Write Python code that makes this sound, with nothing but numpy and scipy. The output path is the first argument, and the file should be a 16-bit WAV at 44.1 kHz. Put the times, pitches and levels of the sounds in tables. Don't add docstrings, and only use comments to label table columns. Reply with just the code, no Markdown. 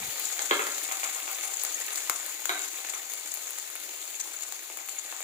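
import sys
import numpy as np
from scipy import signal
from scipy.io import wavfile
from scipy.ndimage import uniform_filter1d

SR = 44100
rng = np.random.default_rng(int(sys.argv[2]) if len(sys.argv) > 2 else 0)


def amplitude_ratio(level_db):
    exponent = np.asarray(level_db, float) / 20
    return 10 ** exponent


def put_to_file(sound):
    columns = np.atleast_2d(sound).T
    safe = np.clip(columns, -1, 1)
    whole_steps = np.round(safe * 32767)
    wavfile.write(sys.argv[1], SR, whole_steps.astype(np.int16))


N = 230904
PAN_LAG_SAMPLES = 5

# [t/s, fizz level/dB]
HEAT = [(0.0, -37.5), (0.31, -40.5), (0.57, -39.5), (1.21, -40.5), (1.66, -39.5), (2.01, -39.5),
        (2.25, -41.5), (2.83, -42), (3.14, -42.5), (3.66, -44.5), (4.07, -45), (4.38, -44), (4.78, -47),
        (5.24, -42.5)]
# [t/s, peak/dB]
SPITS = [(0.2547, -12.5), (0.326, -14), (0.459, -12.5), (0.4204, -13), (0.546, -17), (0.62, -16),
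         (0.721, -17), (0.7479, -15), (0.9225, -12), (1.041, -12.5), (1.1471, -15.5), (1.1657, -20),
         (1.3518, -16.5), (1.4328, -14), (1.539, -14), (1.597, -16), (1.616, -14.5), (1.8175, -14.5),
         (1.9788, -12), (2.1618, -14.5), (2.5548, -23), (2.6188, -16), (2.8996, -17.5), (3.3182, -15),
         (3.461, -25), (4.2017, -12.5), (4.4203, -36), (4.4339, -15.5), (4.8939, -21), (4.994, -18)]
# [f/Hz, likeness 0..1]
PORT_LIKENESS = [(300, 0.87), (770, 0.73), (1200, 0.27), (1800, 1), (2700, 0.011)]


def evened(x):
    return x / np.sqrt(np.mean(x ** 2) + 1e-20)


def read(points, hz):
    f, value = np.transpose(points)
    return np.interp(np.log(hz + 1), np.log(f + 1), value)


def add(mix, s, sound):
    part = mix[..., round(s * SR):][..., :sound.shape[-1]]
    part += sound[..., :part.shape[-1]]


def band(x, lo_hz, hi_hz, order=2):
    edges_hz = [lo_hz, min(hi_hz, SR / 2 - 500)]
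    return signal.sosfilt(signal.butter(order, edges_hz, "bandpass", fs=SR, output="sos"), x)


def later(x, count):
    return np.concatenate([np.zeros(count), x[:-count]])


def causal(points):
    log_gain = np.log(amplitude_ratio(read(points, abs(np.fft.fftfreq(4096, 1 / SR)))))
    return np.fft.ifft(np.exp(np.conj(signal.hilbert(log_gain)))).real[:1024]


def heat_db():
    return np.interp(np.arange(N) / SR, *np.transpose(HEAT))


def fizz(per_s=1700, spread_db=4.5, clump_db=5.0, scatter_t60_s=0.0062, scatter_db=-6, sizes=22):
    tilt_db, tilt_db_per_s = -0.14, 0.08
    clumps = evened(signal.lfilter([1], [1, -np.exp(-1 / (0.0016 * SR))], rng.standard_normal(N)))
    draw, strength, kind = rng.random(N), rng.exponential(1, N), rng.integers(0, sizes, N)
    bursts = amplitude_ratio(spread_db * np.minimum(strength, 2.9) + clump_db * np.clip(clumps, -2, 1.6))
    bursts = bursts * (draw < per_s / SR) * amplitude_ratio(heat_db())
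    slope_db = tilt_db + tilt_db_per_s * np.arange(N) / SR
    t, out = np.arange(700) / SR, np.zeros((2, N))
    for k, hz in enumerate(np.geomspace(900, 17000, sizes)):
        octaves = np.log2(hz / 7000)
        grain = np.sin(2 * np.pi * hz * t) * np.exp(-t * hz / 2.15)
        path = amplitude_ratio(scatter_db - 60 * t / scatter_t60_s) * rng.standard_normal((2, len(t))) * 0.36
        path[0, 3 + PAN_LAG_SAMPLES + rng.integers(0, 3)] += 1
        path[1, 3 + rng.integers(0, 3)] += 1
        heard = signal.fftconvolve(path, grain[None] / np.linalg.norm(grain), axes=1) * (hz / 7000) ** 0.57
        train = bursts * amplitude_ratio(slope_db * octaves) * (kind == k)
        out += signal.oaconvolve(train[None], heard, axes=1)[:, :N]
    return out * amplitude_ratio(5.0), bursts


def bubbles_table():
    # [t/s, peak/dB, top/dB re peak, body/dB re peak]
    pops = [(0.197, -21, 5, -25), (0.3919, -9.5, -37, -11.5), (0.5086, -25, 0, 9.5),
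            (0.6678, -11, -11, -9.5), (0.7814, -14.5, -8, -14.5), (0.9208, -15, -3, -15),
            (1.277, -32, 0, 3), (1.3139, -25, 7, -37), (1.6357, -14.5, 2, -16), (1.6494, -8, -10, -19),
            (1.8644, -17, -4, -24), (1.9574, -8.5, -8, -35), (2.0967, -0.5, -8.5, -13.5),
            (2.2623, -17.5, -2, -15), (2.455, -9, -5.5, -12.5), (2.6833, -14, -9, -21),
            (2.8477, -20, -7, -9), (3.0973, -29, 4, -15), (3.136, -17, -1, -19), (3.34, -18, 1, -28),
            (3.3487, -24, 4, -34), (3.5062, -26, 6.5, -11), (3.5846, -14, -7, -20),
            (3.754, -23.5, 2.5, -6.5), (4.5225, -14, -7, -15), (4.6995, -22, -13, -10.5),
            (4.7721, -20, 0, -11), (4.887, -22, -1.5, -4.5), (5.1254, -29, -13, 2.5),
            (5.205, -22.5, 0.5, -6)]
    spit_crack_db, spit_top_db, spit_body_db = -3.5, -15, -18.5
    stray_gap_s, stray_spread_db = 0.08, 6
    stray_db, stray_top_db, stray_body_db = 18, -14, -24.5
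    spit_rows = [(at, db + spit_crack_db, spit_top_db, spit_body_db) for at, db in SPITS]
    slots = np.arange(0, N / SR - stray_gap_s, stray_gap_s)
    s = slots + stray_gap_s * rng.random(len(slots))
    luck_db = stray_spread_db * np.clip(rng.standard_normal((len(slots), 3)), -2, 1)
    peak_db = np.interp(s, *np.transpose(HEAT)) + stray_db
    usual_db = np.transpose([peak_db, stray_top_db + 0 * s, stray_body_db + 0 * s])
    return pops + spit_rows + list(np.column_stack([s, usual_db + luck_db]))


def spits():
    spatter_t60_s, body_t60_s = 0.034, 0.016
    body, middle, top = np.zeros((3, 2, N))
    t, rows = np.arange(2500) / SR, bubbles_table()
    body_decay = amplitude_ratio(-60 * t * (1 / body_t60_s - 1 / spatter_t60_s))
    for (s, db, top_db, body_db), noise in zip(rows, rng.standard_normal((len(rows), 2, 2500))):
        burst = noise * (0.18 * amplitude_ratio(-60 * t / 0.006) + 0.1 * amplitude_ratio(-60 * t / spatter_t60_s))
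        burst *= np.clip(t / 0.00073, 0, 1)
        burst[0, 20 + PAN_LAG_SAMPLES] += 1
        burst[1, 20] += 1
        add(middle, s, burst * amplitude_ratio(db + 7.5))
        add(top, s, burst * amplitude_ratio(db + top_db + 13.0))
        shared = 0.68 * burst + 0.31 * burst[::-1]
        add(body, s, shared * body_decay * amplitude_ratio(db + body_db + 24))
    low = band(band(body, 230, 1720, order=1), 250, 3800)
    return low + band(middle, 4070, 7000) + band(top, 11500, 24000)


def swells():
    level_db, rise_s, fall_s = -13, 0.0046, 0.0067
    out, t = np.zeros((2, N)), np.arange(-1200, 1200) / SR
    rush = np.exp(np.where(t < 0, t / rise_s, -t / fall_s))
    for (s, db), luck in zip(SPITS, rng.standard_normal((len(SPITS), 3, len(t)))):
        crowd_db = 3.1 * evened(uniform_filter1d(luck[2], size=30))
        add(out, s + t[0], amplitude_ratio(db + level_db + crowd_db) * rush * luck[:2])
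    return band(out, 4040, 8600)


def squeaks():
    # [t/s, peak/dB, f/Hz, length/s]
    jets = [(1.57, -19.5, 6910, 0.0011), (1.7406, -24, 6670, 0.007), (2.636, -28, 6500, 0.005),
            (2.6833, -34, 7200, 0.0025), (2.948, -21, 6200, 0.0039), (4.2009, -38, 6800, 0.0036),
            (4.21, -18, 6240, 0.0032), (4.3625, -30.5, 6970, 0.0066), (4.4209, -26, 7220, 0.0027),
            (4.986, -24.5, 6740, 0.003), (4.995, -34, 6760, 0.0027)]
    out, t = np.zeros(N), np.arange(900) / SR
    for (s, db, hz, length_s), luck in zip(jets, rng.standard_normal((len(jets), 900))):
        wobble = 1 + 0.23 * uniform_filter1d(luck, size=40)
        whistle = np.sin(2 * np.pi * np.cumsum(hz * wobble) / SR)
        puff = (t / length_s) * np.exp(1 - t / length_s * 2) * 2
        add(out, s, amplitude_ratio(db - 7.0) * whistle * puff)
    return np.array([later(out, count=PAN_LAG_SAMPLES), out])


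def pan_ring(bursts):
    # [f/Hz, width/Hz, level/dB]
    pan_modes = [(833, 68, -11), (1261.6, 15, -7.5), (1483, 14, -7), (2193, 20, -7), (2330, 27, -14),
                 (3520, 94, -6)]
    out = np.zeros((2, N))
    for hz, width_hz, db in pan_modes:
        r, turn = np.exp(-np.pi * width_hz / SR), 2 * np.pi * hz / SR
        mode = signal.lfilter([1 - r], [1, -2 * r * np.cos(turn), r * r], bursts - bursts.mean())
        out += amplitude_ratio(db) * mode * np.sin(turn)
    return out * amplitude_ratio(28.5)


def knocks(hits, modes, crack_db, clatter_db, level_db):
    t, out = np.arange(SR // 3) / SR, np.zeros(N)
    count = len(modes)
    hz, mode_db, t60_s = np.transpose(modes)[:, :, None]
    for (s, db, free), luck in zip(hits, rng.standard_normal((len(hits), count + len(t)))):
        mode_luck, noise = luck[:count, None], luck[count:]
        aged = t / np.clip(free, .1, 2)
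        ring = amplitude_ratio(mode_db + 0.84 * mode_luck - 60 * aged / t60_s) * np.sin(2 * np.pi * hz * t)
        ring *= 1 + 2.44 * uniform_filter1d(noise, size=150)
        chatter = amplitude_ratio(crack_db) * np.exp(-t / 0.00021) + amplitude_ratio(clatter_db - 60 * aged / 0.029)
        blow = ring.sum(0) / np.sqrt(count) + band(noise * chatter, 261, 3660, order=6)
        add(out, s + .0008, amplitude_ratio(db + level_db) * blow)
    return out


def crockery():
    # [t/s, peak/dB, freedom to ring]
    plate_hits = [
        (0.51, -10, 0.3),
        (0.522, -45, 0.7),
        (0.538, -35, 0.56),
        (0.593, -22, 0.56),
        (0.619, -27, 0.51),
        (0.667, -30.5, 1.0),
    ]
    dish_hits = [(0.085, -56, 0.5), (0.392, -19, 0.083), (0.888, -33, 0.66), (0.913, -22.5, 0.48),
                 (0.924, -50, 0.5), (1.032, -24.5, 0.47), (1.044, -51, 0.67), (1.159, -28, 0.37),
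                 (1.277, -26.5, 0.44), (1.314, -35, 0.27), (1.435, -28.5, 0.61), (1.481, -46, 0.62),
                 (1.925, -44, 0.37), (2.773, -37, 0.56), (2.847, -53, 0.22), (2.897, -32, 0.63),
                 (2.936, -29, 0.77), (4.699, -44, 0.24), (4.788, -34, 0.2), (4.793, -38, 0.14),
                 (5.124, -30.5, 0.23)]
    cup_hits = [
        (2.493, -16, 0.6),
        (2.502, -29, 0.75),
        (2.513, -48, 1.0),
        (2.529, -54, 0.89),
        (2.555, -33, 0.63),
        (2.573, -54, 0.89),
        (2.598, -34, 0.82),
    ]
    # [f/Hz, level/dB, t60/s]
    plate_modes = [(267, 3, 0.26), (322, -11, 0.16), (416, 4.5, 0.14), (433, 1.5, 0.16), (569, 1, 0.17),
                   (797, -10, 0.14), (988, -5, 0.074), (1095, -6, 0.15), (1270, 2, 0.051),
                   (1370, 4.5, 0.068), (1640, 2, 0.055), (2080, -15, 0.039), (2095, -4.5, 0.12),
                   (2530, -10, 0.063), (3250, -2, 0.1), (3380, -4, .07)]
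    dish_modes = [(782.3, -14, 0.76), (1020, -64, 0.15), (1340, -18, 0.11), (1320, 4, 0.02),
                  (2166, 12.5, 0.0073), (3450, -5, 0.052)]
    cup_modes = [(300, -5.5, 0.18), (390, -7, 0.58), (732, 0.5, 0.079), (1060, -14, 0.034),
                 (1250, -8, 0.045), (1370, -10, 0.048), (1530, -7, 0.068), (2030, -7, 0.08),
                 (2170, -5.5, 0.087), (2710, -11, 0.061), (2830, -31, 0.063), (3830, 5.5, 0.048)]
    plate = knocks(plate_hits, plate_modes, crack_db=5.7, clatter_db=0, level_db=4.5)
    dish = knocks(dish_hits, dish_modes, crack_db=8.1, clatter_db=-4.0, level_db=1.5)
    cup = knocks(cup_hits, cup_modes, crack_db=-6, clatter_db=1.5, level_db=4.0)
    return plate + dish + cup


def kitchen(x):
    # [f/Hz, t60/s]
    decay_s = [(300, 0.32), (1000, 0.43), (3000, 0.35), (7000, 0.47), (15000, 0.083)]
    taps, grid = np.zeros((2, SR // 2)), np.arange(200, SR // 2 - 20, 20)
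    at = grid + rng.integers(0, 20, (2, len(grid)))
    np.put_along_axis(taps, at, rng.choice([-1., 1.], at.shape), 1)
    hz, t, z = signal.stft(taps, SR, nperseg=256)
    same = np.clip(read(PORT_LIKENESS, hz), 0, 1)[:, None]
    z[1] = same * z[0] + np.sqrt(1 - same ** 2) * z[1]
    tail = signal.istft(z * amplitude_ratio(-60 * t / read(decay_s, hz)[:, None]), SR, nperseg=256)[1]
    return signal.fftconvolve(x[None], tail / np.linalg.norm(tail[0]), axes=1)[:, :N]


def wash_db():
    return -43 - 1.1 * np.arange(N) / SR + 0.15 * (heat_db() - HEAT[0][1])


def wash():
    # [f/Hz, level/dB per Hz]
    hiss_db = [(200, 2), (600, -7), (1200, -15.5), (2500, -8.5), (5000, -1.5), (9000, -12.5), (16000, -4.5)]
    frames, hz = N // 128 + 5, np.fft.rfftfreq(512, 1 / SR)
    a, b, c, d, patches = rng.standard_normal((frames, 257, 5)).T
    patches = evened(uniform_filter1d(uniform_filter1d(patches, 8, 0), 14, 1))
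    flicker = evened(uniform_filter1d(rng.standard_normal(frames), 6))
    same = np.clip(read(PORT_LIKENESS, hz), 0, 1)[:, None]
    left = a + 1j * b
    z = np.array([left, same * left + np.sqrt(1 - same ** 2) * (c + 1j * d)])
    z *= amplitude_ratio(read(hiss_db, hz)[:, None] + 1.58 * patches + 1.24 * flicker)
    return amplitude_ratio(wash_db() + 10.0) * evened(signal.istft(z, nperseg=512, noverlap=384)[1][:, :N])


def scene():
    bubbles, bursts = fizz()
    cracks = spits() + swells()
    near = bubbles + cracks + squeaks()
    dishes = crockery()
    into_room = amplitude_ratio(-3.0) * bubbles.mean(0) + amplitude_ratio(-6.0) * cracks.mean(0) + amplitude_ratio(-3.5) * dishes
    far = kitchen(into_room) + wash() + pan_ring(bursts)
    beside = amplitude_ratio(-3.0) * np.array([dishes, later(dishes, count=14)])
    return near + beside + np.array([later(far[0], count=PAN_LAG_SAMPLES), far[1]])


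def band_limit(x):
    return signal.sosfilt(signal.butter(12, 16860, fs=SR, output="sos"), x)


def record(dry):
    # [f/Hz, gain/dB]
    left_port = [(300, -9.5), (800, -1.5), (2200, 1), (4200, -4.5), (5100, -8.5), (6000, -1), (6900, 13.5),
                 (7400, 10), (8100, 5), (9300, 2.5), (11200, 4.5), (13500, -1.5), (15200, 5)]
    right_port = [(300, -10.5), (800, -3), (1600, -1), (2200, 4.5), (3600, -3), (4500, -2.5), (5200, -9),
                  (6800, -5), (8800, -1.5), (10300, -6), (12400, -11.5), (14000, -4.5), (15300, -12.5)]
    low_cut_hz, top_hz, rumble_db, rumble_end_s = 287.7, 15560, -54, 0.107
    ports = np.array([signal.oaconvolve(x, causal(p))[:N] for x, p in zip(dry, (left_port, right_port))])
    cut = signal.sosfilt(signal.butter(12, low_cut_hz, "highpass", fs=SR, output="sos"), ports)
    still_open = np.clip((rumble_end_s - np.arange(N) / SR) / .015, 0, 1)
    cut += amplitude_ratio(rumble_db) * evened(band(rng.standard_normal(N), 65, 195)) * still_open
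    low_pass = signal.firwin(1023, top_hz, window=("kaiser", 9), fs=SR)
    return band_limit(signal.oaconvolve(cut, low_pass[None], "same"))


dry = scene()
out = record(dry)
put_to_file(out)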